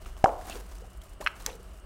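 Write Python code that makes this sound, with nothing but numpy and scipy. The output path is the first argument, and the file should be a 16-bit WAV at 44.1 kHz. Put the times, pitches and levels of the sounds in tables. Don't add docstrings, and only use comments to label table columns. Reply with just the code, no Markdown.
import sys
import numpy as np
from scipy import signal
from scipy.fft import rfft, irfft
from scipy.io import wavfile
from scipy.ndimage import uniform_filter1d

SR = 44100
rng = np.random.default_rng(int(sys.argv[2]) if len(sys.argv) > 2 else 0)


def invert_db(level):
    return 10 ** (np.asarray(level, dtype=float) / 20)


def unload_wav(signal):
    wavfile.write(
        sys.argv[1],
        SR,
        np.round(np.clip(np.atleast_2d(signal).T, -1, 1) * 32767).astype(np.int16),
    )


N = 81585

# frequency in Hz, level in dB, decay time t60 in seconds.
POCKET_MODES = [(765.6, 0, 0.046), (677, -6.5, 0.042), (900, -14, 0.054), (1310, -19, 0.021),
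                (1675, -8.5, 0.013), (2150, -11, 0.01)]
# dip in seconds, peak in dB, frequency in Hz, length in cycles.
POCKET_CLOSING = [
    (.2598, -8, 1050, 1.02),
    (0.26, -40, 3000, 4.6),
]
# crest in seconds, peak in dB, frequency in Hz, length in cycles.
SKIN_KNOCKS = [(1.2616, -41, 1150, 1.3), (1.2642, -11.5, 1600, 1.23), (1.2641, -16, 2650, 1.9),
               (1.2665, -30, 2900, 4), (1.2682, -29, 1500, 2.9), (1.2685, -32, 2600, 3),
               (1.2707, -23, 1710, 1.2), (1.2727, -14, 1450, 1.85), (1.2727, -14, 2560, 2.8),
               (1.2734, -31.5, 4140, 7.8), (1.2736, -36.5, 5480, 9.1), (1.2751, -25.5, 1390, 2.1),
               (1.277, -28.5, 2210, 2.6)]
# frequency in Hz, level in dB, decay time t60 in seconds.
SNAP_MODES = [(2650, -15, .006), (4050, -6.5, 0.007), (4890, -4, 0.0078), (6030, 2, 0.007),
              (7200, -2.5, 0.0064), (9000, -15, .004), (12000, -9.5, 0.006), (12700, -11, 0.0062),
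              (15200, -17, .004)]
# crest in seconds, peak in dB, frequency in Hz, length in cycles.
RUBBER_FLICKS = [
    (.2432, -23.5, 2840, 2.85),
    (1.2617, -35, 1930, 1.4),
]
# start in seconds, rms level in dB, centre in Hz, decay time t60 in seconds.
SKIN_RATTLES = [(0.058, -48, 2450, 0.037), (0.242, -31.5, 5600, 0.019), (.2445, -52, 6460, 0.24),
                (0.475, -53, 1490, 0.12), (.4690, -43, 14800, .02), (0.4974, -34, 6960, 0.011),
                (0.4976, -35, 3900, 0.014), (.5560, -46.5, 4000, 0.037), (.5990, -48, 9500, 0.019),
                (.6350, -55, 11000, 0.013), (1.3140, -55.5, 10000, 0.017), (1.4210, -48, 8500, .03),
                (1.5040, -45, 3300, 0.016), (1.5530, -50.5, 9000, 0.025), (.5070, -44.5, 2900, 0.086),
                (.5210, -43, 2900, 0.063), (.5530, -49, 1280, 0.092), (1.0160, -55.5, 2980, 0.027),
                (1.211, -41, 1600, 0.036), (1.2451, -33.5, 11500, 0.0054), (1.2634, -34, 5000, 0.0057),
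                (1.2653, -33, 2500, 0.014), (1.2703, -28, 2460, 0.019), (1.276, -32, 2040, 0.032),
                (1.2800, -51, 10000, .02), (1.4626, -31.5, 1540, .03), (1.4630, -30.5, 6000, 0.016),
                (1.464, -36, 12600, 0.006), (1.464, -44, 5100, 0.075), (1.469, -41.5, 900, 0.093),
                (1.4780, -42, 1730, 0.048), (1.488, -42, 950, 0.07), (1.4970, -43.5, 2200, 0.056)]
# crest in seconds, peak in dB, frequency in Hz, length in cycles.
WET_BLIPS = [(.168, -42.5, 1080, 1.7), (.168, -45.5, 3000, 3.3), (1.412, -50, 4050, 9.1),
             (.293, -34, 2010, 1.1), (0.414, -39, 1600, 1.5), (.499, -34, 688.2, 3.3),
             (.512, -42, 2670, 17), (0.528, -34, 2730, 4.7), (.062, -39, 1210, 2.1), (.557, -37, 464, 1.7),
             (.565, -37, 431, 3.8), (0.823, -41, 477, 2.6), (.845, -49, 756, 6.5),
             (1.018, -49.5, 3160, 7.3), (1.2051, -34.5, 453, 1.16), (1.210, -32, 587, 2),
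             (1.215, -33, 740, 1.8), (1.2271, -35.5, 1050, 2.7), (1.240, -45, 4300, 9.2),
             (1.485, -36.5, 477, 3.2), (1.495, -38.5, 785, 1.6), (1.504, -36.5, 470, 2.2),
             (1.531, -47.5, 3950, 12), (1.551, -44, 450, 3.8), (1.601, -46, 437, 2.5)]
# start in seconds, rms level in dB, centre in Hz, decay time t60 in seconds.
STICKY_TICKS = [(.0194, -51, 10500, .03), (.0618, -53, 8500, .04), (.1665, -53, 5000, .02),
                (.1885, -52, 9000, .04), (.5324, -44, 9400, .02), (.6644, -55, 8000, .04),
                (.6888, -53, 9000, .03), (.7138, -52, 7500, .03), (.7310, -54, 13500, .02),
                (.7526, -52, 8400, .04), (.7660, -54, 5500, .03), (.7845, -47, 7000, .015),
                (.8170, -53, 6500, .02), (.8639, -54, 7900, .04), (.9014, -54, 8500, .05),
                (.9313, -53, 8300, .04), (.9717, -53, 9500, .06), (1.0161, -50, 8000, .05),
                (1.035, -50, 9500, .06), (1.056, -55, 8000, .03), (1.0934, -52, 9100, .06),
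                (1.1333, -53, 8300, .06), (1.6297, -50, 9500, .02), (1.690, -55, 9000, .03),
                (1.734, -54, 8600, .03), (1.7729, -53, 9200, .03), (1.7988, -55, 8200, .03)]
# start in seconds, length in seconds, level in dB.
RUB_STROKES = [(.001, 0.048, -62.5), (0.056, 0.029, -59.5), (0.087, 0.087, -66), (0.166, 0.049, -62),
               (0.199, .04, -64), (0.246, .12, -59.5), (0.377, 0.086, -56), (0.465, 0.081, -50.5),
               (0.541, 0.066, -54), (0.616, 0.11, -63), (0.705, 0.096, -62), (0.796, 0.17, -66.5),
               (1.007, 0.12, -65), (1.203, 0.018, -47), (1.238, 0.032, -61), (1.27, 0.083, -66.5),
               (1.351, 0.036, -60), (1.392, 0.073, -56), (1.456, 0.048, -56.5), (1.509, 0.053, -58),
               (1.59, 0.21, -66.5)]
# frequency in Hz, level in dB per Hz.
RUB_SPECTRUM = [(120, -13), (200, -9), (334, -6.5), (424, -9), (1140, -11.5), (2700, -19.5), (3250, -20.5),
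                (7540, -21), (16000, -28.5)]
# centre in Hz, level in dB, decay time t60 in seconds.
ROOM_BANDS = [(330, -31.5, 0.21), (523, -23, 0.4), (794, -27.5, 0.62), (1050, -29, 0.25),
              (1600, -34.5, 0.32), (2870, -28.5, 0.47), (5870, -25, 0.28)]
# frequency in Hz, level in dB per Hz.
HISS_SPECTRUM = [(41, -28), (70, 5), (152, -14.5), (664, -18), (2600, -31), (2980, -35), (4480, -34.5),
                 (8470, -44), (16000, -43)]
# centre in Hz, width in Hz, level in dB.
AIR_DRONES = [(46.9, 13.2, -43.5), (27.8, 16.5, -48.5), (177, 24, -64), (368.3, 31, -66.5),
              (636, 99, -64.5), (1200, 480, -64.5), (2900, 320, -70), (8500, 1600, -73.5)]
# time in seconds, level in dB.
RUMBLE_LEVEL = [(0.0, -45), (0.426, -43.5), (0.534, -46), (0.658, -44.5), (0.984, -49.5), (1.118, -49.5),
                (1.422, -47), (1.606, -50.5), (1.772, -47), (1.85, -47)]


def band(x, hz, width_hz):
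    return signal.lfilter(*signal.iirpeak(min(hz, .45 * SR), hz / width_hz, fs=SR), x)


def unit(x):
    return x / np.sqrt(np.mean(x ** 2))


def colour(x, spectrum):
    hz, db = np.array(spectrum).T
    f = np.maximum(np.arange(N // 2 + 1) * SR / N, 1)
    gain = invert_db(np.interp(np.log(f), np.log(hz), db, left=-90))
    return irfft(rfft(x) * gain, N)


def walk(rate):
    k = int(SR / rate)
    return unit(uniform_filter1d(uniform_filter1d(rng.standard_normal(N), k), k))


def rings(t, start_s, modes, rise_s):
    u = np.maximum(t - start_s, 0)
    out = sum(invert_db(db - 60 * u / t60) * -np.cos(2 * np.pi * hz * u) for hz, db, t60 in modes)
    return out * (1 - np.exp(-u / rise_s))


def wavelets(t, rows, tail, sag=0):
    out = np.zeros(N)
    for s, db, hz, cycles in rows:
        u = (t - s) * hz
        tone = np.cos(2 * np.pi * u * (1 - sag * np.tanh(u)))
        swell = np.exp(-(u / np.where(u < 0, .5, tail) / cycles) ** 2)
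        out += invert_db(db) * tone * swell
    return out


def bursts(t, rows, width):
    out, noise = np.zeros(N), rng.standard_normal(N)
    for s, db, hz, t60 in rows:
        u = np.maximum(t - s, 0)
        grit = unit(band(band(noise, hz, width * hz), hz, width * hz))
        out += grit * invert_db(db - 60 * u / t60) * np.minimum(u * 3000, 1)
    return out


def pop(t, ring_share):
    start_s, suck_db, suck_s, suck_back_s = .2420, -5, 0.00073, 0.00011
    u = t - start_s
    suck = -invert_db(suck_db) * np.exp(-np.abs(u) / np.where(u < 0, suck_s, suck_back_s))
    modes = [(hz, db, t60 * ring_share) for hz, db, t60 in POCKET_MODES]
    return suck + rings(t, start_s, modes, rise_s=0.0017) - wavelets(t, POCKET_CLOSING, 0.85)


def knocks(t):
    return wavelets(t, SKIN_KNOCKS, 0.92)


def snaps(t):
    first = invert_db(-14.5) * rings(t, 1.4629, SNAP_MODES, .0001)
    again = invert_db(-25.5) * rings(t, 1.4638, SNAP_MODES, .0001)
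    return first + again


def flicks(t):
    return wavelets(t, RUBBER_FLICKS, 1.0, sag=0.12)


def rattles(t):
    return bursts(t, SKIN_RATTLES, 0.73)


def blips(t):
    return wavelets(t, WET_BLIPS, 0.85)


def ticks(t):
    return invert_db(-4) * bursts(t, STICKY_TICKS, 0.95)


def rub(t):
    grains_per_s, grain_spread_db = 9000, 1.5
    rise_s, fall_s = 0.0093, 0.013
    slips = (rng.random(N) < grains_per_s / SR) * rng.standard_normal(N)
    x = colour(slips * invert_db(grain_spread_db * rng.exponential(size=N)), RUB_SPECTRUM)
    x = x / np.std(band(x, 7860, 11200))
    press = np.zeros(N)
    for s, length, db in RUB_STROKES:
        fall = np.exp(-np.maximum(t - s - length, 0) / fall_s)
        press += invert_db(db) * np.clip((t - s) / rise_s, 0, 1) * fall
    flutter_db = 1.8 * walk(90)
    return x * press * invert_db(-1 + flutter_db)


def room(x, t):
    gap_s = .014
    u = t[:SR]
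    tail = np.zeros(SR)
    for hz, db, t60 in ROOM_BANDS:
        noise = unit(band(band(rng.standard_normal(SR), hz, 0.57 * hz), hz, 0.87 * hz))
        tail += noise * invert_db(db - 60 * u / t60) / np.sqrt(t60 * SR / 14)
    return signal.fftconvolve(x, tail * (1 - np.exp(-(u / gap_s) ** 2)))[:N]


def room_tone(t):
    hiss_db = -54.5 + .8 * walk(30)
    tone = unit(colour(rng.standard_normal(N), HISS_SPECTRUM)) * invert_db(hiss_db)
    for hz, width_hz, db in AIR_DRONES:
        hum = band(band(rng.standard_normal(N), hz, width_hz), hz, 1.57 * width_hz)
        tone += invert_db(db) * unit(hum)
    rumble_top_hz, rumble_ref_db = 93, -44.5
    low = signal.sosfiltfilt(signal.butter(2, rumble_top_hz, fs=SR, output="sos"), tone)
    rumble_db = np.interp(t, *np.array(RUMBLE_LEVEL).T)
    return tone + low * (invert_db(rumble_db - rumble_ref_db) - 1)


def scene():
    t = np.arange(N) / SR
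    small = knocks(t) + snaps(t) + flicks(t) + rattles(t) + blips(t) + ticks(t)
    direct = pop(t, ring_share=0.83) + small
    tail = room(invert_db(4.5) * pop(t, ring_share=.28) + small, t)
    return (direct + tail + rub(t) + room_tone(t))[None]


def top_cut(x):
    return signal.sosfilt(signal.butter(12, 16630, fs=SR, output="sos"), x)


def record(dry):
    top_hz = 15800
    dry = signal.sosfilt(signal.ellip(6, .3, 28, top_hz, fs=SR, output="sos"), dry)
    crest = .7 * np.tanh((dry / .7) * (1 + .4 * (dry / .6) ** 2))
    return top_cut(crest)


dry = scene()
out = record(dry)
unload_wav(out)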